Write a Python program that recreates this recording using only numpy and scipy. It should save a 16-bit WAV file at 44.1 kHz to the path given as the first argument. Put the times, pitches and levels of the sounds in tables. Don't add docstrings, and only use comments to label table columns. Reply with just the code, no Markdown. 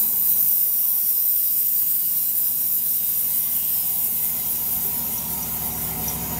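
import sys
import numpy as np
from scipy import signal
from scipy.io import wavfile
from scipy.ndimage import uniform_filter1d

SR = 44100
rng = np.random.default_rng(int(sys.argv[2]) if len(sys.argv) > 2 else 0)


def put_to_file(sound):
    columns = np.atleast_2d(sound).T
    safe = np.clip(columns, -1, 1)
    whole_steps = np.round(safe * 32767)
    wavfile.write(sys.argv[1], SR, whole_steps.astype(np.int16))


N = 281798
FRAME, HOP = 2048, 512


def gain_of(db):
    return 10 ** (np.asarray(db) / 20)


def evened(x):
    return x / np.sqrt(np.mean(x ** 2) + 1e-20)


def read(points, hz):
    f, level_db = np.transpose(points)
    return np.interp(np.log(hz + 1), np.log(f + 1), level_db)


def curves(rows):
    s, *columns = np.transpose(rows)
    now = np.arange(N) / SR
    return [np.interp(now, s, column) for column in columns]


def ramp(t, start_s, end_s):
    return np.clip((t - start_s) / (end_s - start_s), 0, 1)


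def wander(t, hz, count):
    f = np.geomspace(hz / 12, hz, 16)
    phase = rng.random((count, len(f), 1))
    sines = np.sin(2 * np.pi * (f[:, None] * t + phase))
    return evened((sines / np.sqrt(f[:, None])).sum(1))


def grid():
    bin_hz = np.fft.rfftfreq(FRAME, 1 / SR)[:, None]
    frame_s = np.arange(N // HOP + 5) * HOP / SR
    return bin_hz, frame_s


def resonate(x, hz, width):
    carrier = np.exp(2j * np.pi * hz * np.arange(len(x)) / SR)
    pole = np.exp(-np.pi * width / SR)
    smooth = signal.lfilter([1 - pole], [1, -pole], x / carrier)
    return 2 * (carrier * smooth).real


def shaped(drive, field_db, patchy_db):
    patches = rng.standard_normal(field_db.shape[::-1]).T
    patches = uniform_filter1d(patches, size=6, axis=0)
    patches = evened(uniform_filter1d(patches, size=6, axis=1))
    spectra = signal.stft(drive, nperseg=FRAME, noverlap=FRAME - HOP)[2]
    spectra = spectra * gain_of(field_db + patchy_db * patches)[:, :spectra.shape[1]]
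    return evened(signal.istft(spectra, nperseg=FRAME, noverlap=FRAME - HOP)[1][:N])


def exhaust_note(cycles):
    # order (multiple of the cycle rate), relative level_db
    coasting_orders = [(1, -24), (2, -3), (3, 5), (4, -12), (5, -20), (6, 5.5), (7, -1.5), (8, 5.5),
                       (9, -9), (10, 1), (11, -11), (12, -17)]
    # order (multiple of the cycle rate), relative level_db
    idling_orders = [(1, -40), (2, -40), (3, -40), (4, -31), (5, 1.5), (6, -7), (7, -11), (8, -3.5),
                     (9, -6), (10, -7.5), (11, -6), (12, 1.5), (13, 0), (14, -12), (15, -15), (16, -11),
                     (17, -4.5), (18, -2.5), (19, -7), (20, -9), (21, -15), (22, -22), (23, -13.5),
                     (24, -29.5)]
    cylinder_lags = (0, 0.37, 0.21)
    now, t = np.arange(N) / SR, grid()[1]
    fuel = ramp(now, start_s=.75, end_s=1.6)
    uneven = wander(t, hz=6., count=2 * len(idling_orders))
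    coasting_db = dict(coasting_orders)
    note = np.zeros(N)
    for i, (order, idling_db) in enumerate(idling_orders):
        k = int(order)
        slip = np.interp(now, t, uneven[2 * i])
        swell = np.interp(now, t, uneven[2 * i + 1])
        lag = .017 * k ** 2 + cylinder_lags[k % len(cylinder_lags)]
        size = fuel * gain_of(idling_db) + (1 - fuel) * gain_of(coasting_db.get(k, -60))
        phase = 2 * np.pi * (k * cycles - lag) + .017 * k * slip
        note += size * gain_of(.1 * k * swell) * np.cos(phase)
    return note / np.sqrt(abs(uniform_filter1d(note ** 2, size=SR // 2)) + 1e-9)


def engine_clatter(cycles):
    # frequency_hz, relative density_db (per Hz)
    clatter_spectrum = [(18, -60), (42, -44), (65, -20), (112, -13), (160, -4), (230, 0), (326, -16),
                        (393, -8), (520, -12), (760, -10), (938, -6), (1130, -16.5), (1600, -21),
                        (2500, -18), (3250, -36), (5500, -120)]
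    # frequency_hz, width_hz (each of two passes), level_db (re clatter noise), start_s, end_s
    panel_modes = [(155.3, 4.9, -4.5, 1.4, 2.8), (225.3, 9.1, -9, 1.2, 5), (386.8, 21, -12, -1.9, 7),
                   (709, 4.3, -14.5, 0.5, 7), (735.6, 16.5, -11, 3.5, 7), (882, 17, -20, 0.6, 7),
                   (939, 13, -11, 1.74, 7), (1050, 16, -23.5, 5.2, 7), (1158, 17, -13.5, 0.5, 4),
                   (1263, 6.6, -20.5, 1, 7), (1406, 45, -18.5, 4, 6.26), (1671, 28, -12.5, 2, 3.8)]
    now, (hz, t) = np.arange(N) / SR, grid()
    clatter = shaped(rng.standard_normal(N), read(clatter_spectrum, hz) + 0 * t, patchy_db=1.86)
    swells = wander(t, hz=5., count=len(panel_modes))
    for (f, width, db, start, end), swell in zip(panel_modes, swells):
        present = np.clip(np.minimum(now - start, end - now) / .4, 0, 1)
        level = gain_of(db + 1.5 * np.interp(now, t, swell))
        ring = resonate(resonate(rng.standard_normal(N), f, width), f, width)
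        clatter += present * level * evened(ring)
    hum_order, hum_db, hum_start_s = 56, -11, 2.6
    waver = np.interp(now, t, wander(t, hz=9., count=1)[0])
    hum = np.cos(2 * np.pi * hum_order * cycles + .7 * waver)
    clatter += gain_of(hum_db) * ramp(now, hum_start_s, hum_start_s + 1.5) * hum
    throb = (1 + 0.049 * np.cos(2 * np.pi * cycles)
             + 0.07 * np.cos(2 * np.pi * 2 * cycles)
             + 0.03 * np.cos(2 * np.pi * 3 * cycles))
    return throb * clatter


def gear_whine(cycles):
    order, level_db, gone_s = 44, -60, .8
    fade = np.clip(1 - np.arange(N) / SR / gone_s, 0, 1)
    return gain_of(level_db) * fade * np.cos(2 * np.pi * order * cycles)


def engine():
    # time_s, cycle_rate_hz (four-stroke cycles)
    engine_speed = [(0, 27.8), (.5, 22.6), (.75, 20.3), (1, 18.8), (1.5, 16.6), (2, 15), (2.5, 14),
                    (3, 13.4), (3.5, 13.1), (4.5, 13.01), (6.39, 13.06)]
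    # time_s, note_db (before a 0.5 dB cut), clatter_db (of the clatter noise)
    engine_levels = [(0, -49.5, -45), (.47, -46, -48.5), (.55, -54.5, -51.5), (.9, -61, -51.5),
                     (1.5, -54, -55.5), (2.5, -50, -53.5), (4, -46.5, -48.5), (5, -41.5, -42.5),
                     (5.8, -36, -39.5), (6.39, -32.5, -35.5)]
    cycles = np.cumsum(curves(engine_speed)[0]) / SR
    note_db, clatter_db = curves(engine_levels)
    note = gain_of(note_db - 0.5) * exhaust_note(cycles)
    return note + gain_of(clatter_db) * engine_clatter(cycles) + gear_whine(cycles)


def lifts(modes, t, waver):
    hz, swells = grid()[0], wander(t, hz=6.5, count=len(modes))
    total_db = 0
    for (f, width, db), swell in zip(modes, swells):
        hump = 1 / (1 + (2 * (hz - f) / width) ** 2)
        total_db = total_db + db * np.clip(1 + waver * swell, 0, 3) * hump
    return total_db


def roller(steel_db):
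    # overtone (multiple of the roller's speed), relative level_db
    strong_overtones = [(25, 6), (26, 7), (30, 6), (34, 6), (37, 9), (39, 6), (40, 7), (41, 8), (42, 5),
                        (43, 5), (44, 7), (48, 5)]
    start_hz, slowing, drag = 162.5, 22.9, .2
    level_db, fade_start_s, fade_db_per_s = -7.7, 3.85, 32
    t = np.arange(N) / SR
    turns = np.cumsum(start_hz - slowing * t - drag * t ** 2) / SR
    strong_db = dict(strong_overtones)
    rim = np.linspace(0, 1, 8192)
    knocks = np.zeros(len(rim))
    for k in range(14, 76):
        weak_db = 1.5 + 2 * rng.standard_normal()
        knocks += gain_of(strong_db.get(k, weak_db)) * np.cos(2 * np.pi * (k * rim + rng.random()))
    comb = np.interp(turns % 1, rim, knocks)
    fade_db = fade_db_per_s * np.maximum(t - fade_start_s, 0)
    return gain_of(level_db - fade_db) * shaped(comb, 1.2 * steel_db, patchy_db=2.2)


def band():
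    # time_s, whirr_db (wheels and guides), sizzle_db, top_hiss_db
    band_levels = [(0, -42, -35, -17.5), (.16, -43.5, -37, -21), (.3, -43, -33.5, -17.5),
                   (.8, -44.5, -37.5, -19.5), (1.5, -43.5, -35.5, -19.5), (2.4, -44, -32.5, -21),
                   (3.3, -40, -31.5, -21.5), (4.28, -37.5, -31, -22), (4.35, -37, -34.5, -24),
                   (4.75, -36.5, -34.5, -22), (5.2, -37, -36.5, -26), (6, -37, -37.5, -27),
                   (6.07, -34.5, -37, -25), (6.15, -36.5, -36.5, -28.5), (6.39, -36, -42, -28.5)]
    # frequency_hz, relative density_db (per Hz)
    whirr_spectrum, sizzle_spectrum = [(760, -10), (1300, -13.5), (1860, -16), (2800, -7), (3360, -7.5),
                                       (3970, -7), (4420, -10), (4880, -6.5), (5730, -3.5), (6270, -6),
                                       (6870, 3.5), (7640, -9), (8000, -4.5), (10400, -8), (17600, -120)], [(4650, -49.5), (7900, -4.5), (8530, -0.5),
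                                                      (9350, -2.5), (10900, 2.5), (14200, -11),
                                                      (22000, -120)]
    hiss_at_speed, hiss_slowed = [(6350, -41), (10800, -16.5), (11400, -15.5), (11800, -10.5),
                                  (12900, -9.5), (14100, -4), (14900, -6.5), (15800, -14.5)], [(9000, -60), (10700, -8), (11000, 12.5), (11400, 14),
                                                     (12500, 12), (13600, 14), (15100, 13.5), (15800, 8.5)]
    # frequency_hz, width_hz, lift_at_speed_db, lift_slowed_db
    steel_modes = [(2070, 230, 1.5, 11), (2730, 32, 3.5, 2.5), (2860, 53, 4, 2), (3050, 126, 0.5, 5),
                   (3670, 86, 0.5, 4.5), (3860, 70, 2.5, 4.5), (4046, 126, 5, 0), (4710, 83, 4, 6.5),
                   (4827, 92, 4.5, -0.5), (5020, 89, 6, -2), (5150, 42, 1.5, 6.5), (5554, 180, 5, -3),
                   (5690, 140, 4, 4), (5880, 110, 3, 7.5), (6220, 100, 3.5, -1), (6730, 140, 2, 0.5),
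                   (7045, 105, 1.5, 4), (7180, 160, 4, -0.5), (8290, 200, 4, 5.5), (8780, 120, 3.5, 3),
                   (9800, 200, 3.5, 0), (12100, 140, 3.5, 0), (12550, 250, 1, 3), (13650, 260, 4, .5),
                   (14300, 320, 5, 3)]
    whirr_db, sizzle_db, hiss_db = curves(band_levels)
    now, (hz, t) = np.arange(N) / SR, grid()
    slowed = ramp(t, start_s=2.43, end_s=5.6)
    modes = [(f, width, fast + (slow - fast) * slowed) for f, width, fast, slow in steel_modes]
    steel_db = lifts(modes, t, waver=.18)
    flutter = wander(now, hz=62.24, count=1)[0]
    rub = rng.standard_normal((3, N)) + roller(steel_db)
    whirr = shaped(rub[0], read(whirr_spectrum, hz) + steel_db, patchy_db=2.5)
    sizzle = shaped(rub[1], read(sizzle_spectrum, hz) + steel_db, patchy_db=3.0)
    hiss_colour_db = (1 - slowed) * read(hiss_at_speed, hz) + slowed * read(hiss_slowed, hz)
    hiss = shaped(rub[2], hiss_colour_db + steel_db, patchy_db=1.5)
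    hiss /= np.sqrt(abs(uniform_filter1d(hiss ** 2, size=SR // 2)))
    depth_db = .5 + (1.0 - .5) * slowed
    surge_db = np.interp(now, t, depth_db * wander(t, hz=45., count=1)[0])
    whirr *= gain_of(whirr_db + 0.2 * surge_db + 0.077 * flutter)
    sizzle *= gain_of(sizzle_db + 1.03 * surge_db + 0.29 * flutter)
    hiss *= gain_of(hiss_db + surge_db + 0.45 * flutter)
    return whirr + sizzle + hiss


def bump():
    start_s, envelope_peak_db, pitch_hz = 4.75, -42, 60
    t = np.arange(N) / SR - start_s
    envelope = np.exp(-(t / 0.016 - 1) ** 2)
    return gain_of(envelope_peak_db) * envelope * np.sin(2 * np.pi * pitch_hz * t)


def squeaks():
    # start_s, peak_db (of the fundamental)
    squeak_events = [(5.177, -28), (5.425, -28), (5.717, -35), (6.077, -24.5)]
    start_hz, end_hz, scrape_width_hz = 5840, 5770, 800.
    hard_db = -28
    out, t = np.zeros(N), np.arange(4000) / SR
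    phase = 2 * np.pi * np.cumsum(np.interp(t, [0, .025], [start_hz, end_hz])) / SR
    rise = np.minimum(t / 0.0035, 1)
    for s, db in squeak_events:
        hard = max(db - hard_db, 0)
        harsh_db = 1.6 * hard
        held_s = .007 + .0015 * hard
        decay = gain_of(-60 * np.maximum(t - held_s, 0) / 0.04)
        tone = decay * (np.sin(phase) + gain_of(-12 + harsh_db) * np.sin(2 * phase))
        noise = resonate(rng.standard_normal(len(t)), end_hz, scrape_width_hz)
        scrape = evened(resonate(noise, end_hz, scrape_width_hz))
        scrape_gain = gain_of(-15 + harsh_db - 60 * t / .26)
        sound = gain_of(db) * rise * (tone + scrape_gain * scrape)
        part = out[round(s * SR):][:len(t)]
        part += sound[:len(part)]
    return out


def scene():
    return np.tile(engine() + band() + bump() + squeaks(), (2, 1))


def record(dry):
    edge_hz = 15740
    lowpass = signal.firwin(1023, edge_hz, window=("kaiser", 9), fs=SR)
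    return signal.oaconvolve(dry, lowpass[None], "same")


dry = scene()
out = record(dry)
put_to_file(out)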